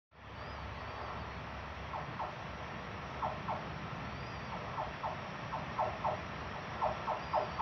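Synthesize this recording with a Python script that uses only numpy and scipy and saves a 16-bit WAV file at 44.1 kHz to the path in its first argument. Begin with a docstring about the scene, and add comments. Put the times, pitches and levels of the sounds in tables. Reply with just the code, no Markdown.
"""Distant train nearing a platform

An electric commuter train rolls toward an open station. Its wheels strike a rail joint; each knock
runs ahead along the steel, treble first, and arrives as a falling "pew" that echoes under the canopy.
The rails sing, hiss and sizzle over a low rumble. A drone dies away; a thin whistle comes and goes."""
import sys
import numpy as np
from scipy import signal
from scipy.fft import rfft, irfft, next_fast_len
from scipy.io import wavfile
from scipy.ndimage import uniform_filter1d

SR = 44100
rng = np.random.default_rng(int(sys.argv[2]) if len(sys.argv) > 2 else 0)


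def dump_mix(stems):
    """Bounce the given channels to the path in sys.argv[1] as a 16-bit WAV at rate SR."""
    frames = np.atleast_2d(stems).T  # one column per channel
    limited = np.clip(frames, -1, 1)  # hard clip at full scale
    pcm = np.round(limited * 32767).astype(np.int16)
    wavfile.write(sys.argv[1], SR, pcm)


N = 335601
TIME = np.arange(N) / SR
FREQ = np.maximum(np.fft.rfftfreq(N, 1 / SR), 1)

# Resonances of the rail on its sleepers. Each row: centre in Hz, width in Hz, strength in dB.
RAIL_RESONANCES = [(361, 17, -3), (411, 15, -0.5), (487, 20, 0.5), (601, 29, -4.5), (736, 13, -12.5),
                   (893, 19, -3.5), (1020, 19, -12), (1080, 8.6, -11), (1349, 8.1, 2)]


def from_db(db):
    """Decibels to gain."""
    return 10 ** (np.asarray(db) / 20)


def unit_rms(x):
    """Scale to unit power."""
    return x / np.sqrt(np.mean(x ** 2) + 1e-20)


def curve(rows):
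    """Rows of (seconds, value), interpolated to every sample."""
    return np.interp(TIME, *np.transpose(rows))


def colour(points, freq):
    """Gain from rows of (Hz, dB), joined on a log-frequency axis."""
    hz, db = np.transpose(points)
    return from_db(np.interp(np.log(freq), np.log(hz), db))


def rolloff(ratio, order):
    """Low-pass gain for ratio = freq / corner; high-pass for its inverse."""
    return 1 / (1 + ratio ** order)


def resonances(modes, freq):
    """Flat response plus ringing modes."""
    return 1 + sum(from_db(db) / (1 + 2j * (freq - hz) / width_hz) for hz, width_hz, db in modes)


def noise(response):
    """Unit-power noise with the given frequency response."""
    size = next_fast_len(N)
    gain = np.interp(np.fft.rfftfreq(size, 1 / SR), FREQ, np.abs(response))
    return unit_rms(irfft(rfft(rng.standard_normal(size)) * gain, size)[:N])


def drift(rate_hz, size=2048):
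    """Smooth random wander of spread 1, mostly below rate_hz."""
    freq = np.fft.rfftfreq(size, N / SR / size)
    slow = irfft(rfft(rng.standard_normal(size)) * rolloff(freq / rate_hz, 2), size)
    return np.interp(TIME, np.linspace(0, N / SR, size), unit_rms(slow))


def nearing(start_db, db_per_s):
    """Level in dB, rising as the train nears."""
    return start_db + db_per_s * TIME


def swell(at_s, half_s, db):
    """Bell-shaped boost in dB."""
    return db * np.exp(-((TIME - at_s) / half_s) ** 2)


def flicker(x, depth_db, size=1024):
    """Small patches of the spectrum swell and sink, more deeply in the treble; unit power."""
    freq, _, spectrum = signal.stft(x, SR, nperseg=size)
    patches = uniform_filter1d(rng.standard_normal(spectrum.shape), size=3, axis=0)
    patches = unit_rms(uniform_filter1d(patches, size=4, axis=1))
    spread_db = depth_db * np.clip(freq / 4500, 0, 1)[:, None]
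    _, flickering = signal.istft(spectrum * from_db(spread_db * patches), nperseg=size)
    return unit_rms(flickering[:N])


def ringing_noise(modes, flicker_db):
    """Flickering noise in a few resonances; unit power."""
    power = sum(from_db(2 * db) / (1 + ((FREQ - hz) / width_hz * 1.3) ** 2) ** 4
                for hz, width_hz, db in modes)
    return flicker(noise(np.sqrt(power)), flicker_db)


def rail_singing(flutter_db):
    """Rough wheel treads keep the rails singing in their pass band, with one swell."""
    # Rolling noise carried ahead. Each row: frequency in Hz, relative density in dB.
    spectrum = [(300, -9), (540, -5.5), (610, -0.5), (900, -1), (1080, 0.5), (1220, -1.5), (1345, 0),
                (1400, -16.5), (1700, -28.5)]
    band = colour(spectrum, FREQ) * rolloff(250 / FREQ, 4) * rolloff(FREQ / 2000, 6)
    singing = noise(band * resonances(RAIL_RESONANCES, FREQ))
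    level_db = nearing(start_db=-51, db_per_s=0.35) + swell(at_s=1.07, half_s=0.23, db=3.6)
    return singing * from_db(level_db + flutter_db * drift(4.4))


def rail_hiss(flicker_db):
    """Broad hiss of rails and open air, slowly growing."""
    # Each row: frequency in Hz, relative density in dB.
    spectrum = [(300, 1), (1450, 0.5), (1720, 1.5), (1810, 4), (2100, -0.5), (2700, -2.5), (2870, -6.5),
                (3350, -6.5), (3750, -12), (4800, -17), (5100, -18.5), (5700, -25.5), (6100, -33),
                (7300, -50.5)]
    hiss = noise(colour(spectrum, FREQ) * rolloff(250 / FREQ, 4) * rolloff(FREQ / 8000, 12))
    return flicker(hiss, flicker_db) * from_db(nearing(start_db=-51.5, db_per_s=0.38))


def rail_sizzle():
    """High steel resonances grow as the wheels near; the shimmer above them flares twice."""
    # Two sets of resonances. Each row: centre in Hz, width in Hz, relative level in dB.
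    steel_modes = [(4780, 330, -8), (5270, 100, 1), (5445, 120, 1), (5584, 150, 2), (5744, 150, -1)]
    shimmer_modes = [(5830, 290, 3), (6020, 290, 0), (6280, 160, -7), (6400, 230, -7.5), (6870, 450, -13.5)]
    # Envelope of the steel modes. Each row: time in seconds, level in dB.
    steel_levels = [(.3, -77), (1.4, -73), (2.2, -75.5), (2.4, -71), (3.5, -71.5), (7.6, -68)]
    steel = from_db(curve(steel_levels)) * ringing_noise(steel_modes, flicker_db=2.5)
    flares_db = swell(at_s=2.335, half_s=0.03, db=9) + swell(at_s=3.13, half_s=0.06, db=7.5)
    shimmer_db = nearing(start_db=-82.5, db_per_s=0.1) + flares_db
    return steel + from_db(shimmer_db) * ringing_noise(shimmer_modes, flicker_db=4.5)


def rumble(split_hz, deep_flutter_db, upper_gain_db):
    """Airborne roar of train and surroundings: a nearly steady deep part, a wavering upper part."""
    # Each row: frequency in Hz, relative density in dB.
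    spectrum = [(20, -27), (30, -18.5), (38, -19.5), (50, -11.5), (68, 2), (84, -2), (101, 0), (118, -1.5),
                (145, 0), (175, -3), (210, -5), (255, -11.5), (300, -13), (450, -25), (900, -36.5)]
    # Upper part, wavering at random. Each row: time in seconds, level in dB before upper_gain_db.
    upper_levels = [(0.35, -53.5), (1.05, -57.5), (1.18, -50.5), (1.82, -55.5), (2.15, -48.5),
                    (2.21, -54.5), (2.45, -51.5), (3.8, -48), (5.11, -51.5), (5.38, -49), (7.6, -51)]
    shape = colour(spectrum, FREQ) * rolloff(FREQ / 1000, 4)
    deep_share = rolloff(FREQ / split_hz, 8)
    deep_db = nearing(start_db=-54.5, db_per_s=0.14) + deep_flutter_db * drift(1.9)
    deep = from_db(deep_db) * noise(shape * np.sqrt(deep_share))
    upper = from_db(curve(upper_levels) + upper_gain_db) * noise(shape * np.sqrt(1 - deep_share))
    return deep + upper


def drone(level_db, hold_s, release_db_per_s, waver, flutter_db):
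    """Low, slightly unsteady tones hold, then sink into the rumble."""
    # Each row: frequency in Hz, relative level in dB.
    partials = [(69.3, 0), (101, -5.5), (245, -12.5)]
    tones = np.zeros(N)
    for hz, db in partials:
        gain = from_db(db + flutter_db * drift(2.7))
        pitch_hz = hz * (1 + waver * drift(1.8))
        tones += gain * np.sin(2 * np.pi * np.cumsum(pitch_hz) / SR)
    release_db = release_db_per_s * np.maximum(TIME - hold_s, 0)
    return from_db(level_db - release_db) * unit_rms(tones)


def whistle(full_hz, loss_db_per_khz, waver, jitter, flutter_db):
    """A thin, ragged tone wanders in pitch and weakens as it sinks below full_hz."""
    # Four phrases, each a list of rows. Each row: time in seconds, pitch in Hz.
    phrases = [
        [(.34, 4500), (.45, 4700), (.49, 5000), (.54, 4980), (.58, 4540), (.615, 4600), (.68, 4100)],
        [(.75, 4400), (.795, 4580), (.84, 4350), (.91, 4720), (.94, 4470), (1.03, 4730), (1.13, 4290),
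         (1.205, 4550), (1.29, 4250), (1.41, 4480)],
        [(4.03, 4300), (4.17, 4540), (4.215, 4800), (4.235, 4710), (4.285, 4940), (4.34, 4800), (4.42, 4580),
         (4.455, 4770), (4.53, 4400)],
        [(7.19, 4530), (7.24, 4860), (7.31, 4700), (7.37, 5060), (7.4, 5080), (7.45, 4660), (7.56, 4560),
         (7.61, 4640)],
    ]
    out = np.zeros(N)
    for rows in phrases:
        pitch_hz = curve(rows) * (1 + waver * drift(25))
        sag_khz = np.maximum(full_hz - pitch_hz, 0) / 1000
        level_db = nearing(start_db=-66, db_per_s=0.4) - loss_db_per_khz * sag_khz
        ragged_hz = pitch_hz * (1 + jitter * drift(140, size=4096))
        tone = np.sqrt(2) * np.sin(2 * np.pi * np.cumsum(ragged_hz) / SR)
        sounding = (TIME > rows[0][0]) & (TIME < rows[-1][0])
        gate = uniform_filter1d(sounding.astype(float), size=400)
        out += gate * from_db(level_db + flutter_db * drift(70)) * tone
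    return out


def bending_wave(freq, travel_s, shear_hz):
    """Rail response: speed grows as the root of frequency, so lows lag; 1 kHz takes travel_s."""
    # What the rail carries and radiates. Each row: frequency in Hz, gain in dB.
    rail_band = [(310, -24.5), (365, -10), (430, -25), (485, -17.5), (535, -26), (605, -1.5), (645, 3),
                 (685, -2), (735, -1), (900, -1.5), (975, -4.5), (1100, 0), (1165, -22.5), (1250, -17.5),
                 (1340, -9.5), (1400, -35.5), (2200, -50)]
    phase = 4 * np.pi * travel_s * np.sqrt(1000 * np.minimum(freq, shear_hz))
    # Shear caps the speed: everything above shear_hz lands at once, as a crisp front.
    phase *= 1 + np.maximum(freq / shear_hz - 1, 0) / 2
    band = colour(rail_band, freq) * rolloff(330 / freq, 8) * rolloff(freq / 2200, 8)
    return np.exp(-1j * phase) * band * resonances(RAIL_RESONANCES, freq)


def twisting_wave(freq, travel_s, centre_hz, width_hz, gain_db):
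    """Rail response: a slower, narrow-band torsion wave follows the front."""
    delay = np.exp(-2j * np.pi * freq * travel_s)
    return from_db(gain_db) * delay / (1 + 2j * (freq - centre_hz) / width_hz) ** 2


def platform_echo(size, tail_db, tail_t60_s, late_db, late_t60_s, build_s):
    """Platform response: a few clear paths, scatter under the canopy, a faint long tail."""
    # Rail to listener by ground, platform edge and canopy. Each row: delay in seconds, gain in dB.
    paths = [(0.0, -6), (0.00215, 2), (0.00745, -5.5), (0.0089, -4.5), (0.0121, -4), (0.01455, -6),
             (0.0168, -1.5), (0.0196, -12.5), (0.03885, -7.5), (0.05135, -11.5), (0.0537, -15.5),
             (0.0664, -12.5)]
    t, freq = np.arange(size) / SR, np.fft.rfftfreq(size, 1 / SR)
    clear = sum(from_db(db) * np.exp(-2j * np.pi * freq * delay_s) for delay_s, db in paths)
    decay = from_db(tail_db - 60 * t / tail_t60_s) + from_db(late_db - 60 * t / late_t60_s)
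    scatter = rng.standard_normal(size) * decay * np.minimum(t / build_s, 1) ** 2
    return clear + rfft(scatter)


def joint_knocks(travel_s, gap_s, gain_db, neutral_db, size=32768):
    """Each wheel on the joint sends the same falling sweep down the rail; harder knocks are duller."""
    # Runs of wheels. Each row: first arrival in seconds, list of knock levels in dB before gain_db.
    runs = [(1.939, [-40, -39]), (3.228, [-35.5, -36.5]), (4.521, [-44.5, -38, -37.5]),
            (5.53, [-39.5, -32.5, -33]), (6.543, [-46]), (6.821, [-32, -35, -31, -32.5])]
    freq = np.maximum(np.fft.rfftfreq(size, 1 / SR), 1)
    bending = bending_wave(freq, travel_s, shear_hz=1045.4)
    twisting = twisting_wave(freq, travel_s + 0.039, centre_hz=1326, width_hz=110, gain_db=-14.5)
    echo = platform_echo(size, tail_db=-26.5, tail_t60_s=0.37,
                         late_db=-45.5, late_t60_s=0.98, build_s=0.034)
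    sweep = (bending + twisting) * echo
    octaves = np.clip(np.log2(freq / 850), -1, 1)   # tilt spans an octave each side of 850 Hz
    out = np.zeros(N + size)
    for first_s, levels_db in runs:
        for k, db in enumerate(levels_db):
            tilt_db_per_octave = min(0.95 * (neutral_db - db), 7.5)
            knock = irfft(sweep * from_db(tilt_db_per_octave * octaves), size)
            start = round((first_s + k * gap_s - travel_s) * SR)
            out[start:start + size] += from_db(db + gain_db) * unit_rms(knock)
    return out[:N]


def scene():
    """Mono mix at the platform."""
    out = rail_singing(flutter_db=1.15)
    out += rail_hiss(flicker_db=2.0)
    out += rail_sizzle()
    out += rumble(split_hz=113, deep_flutter_db=0.9, upper_gain_db=-0.5)
    out += drone(level_db=-51.5, hold_s=1.8, release_db_per_s=69.5, waver=0.012, flutter_db=1.5)
    out += whistle(full_hz=4770, loss_db_per_khz=22, waver=0.007, jitter=0.006, flutter_db=3.0)
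    out += joint_knocks(travel_s=0.118, gap_s=0.258, gain_db=-11.0, neutral_db=-32)
    return out[None]


def record(dry):
    """Add faint electronic hiss, fade in, cut the top."""
    # Each row: time in seconds, gain in dB.
    fade_in = [(.105, -90), (.115, -21), (.16, -11.5), (.25, -4.5), (.36, 0), (.45, 1.5)]
    self_noise = from_db(-86.5) * noise(colour([(100, 1.5), (13800, -1.5), (15000, 4)], FREQ))
    lowpass = signal.ellip(10, 0.1, 70, 15720, fs=SR, output="sos")
    return signal.sosfilt(lowpass, (dry + self_noise) * from_db(curve(fade_in)))


dry = scene()
out = record(dry)
dump_mix(out)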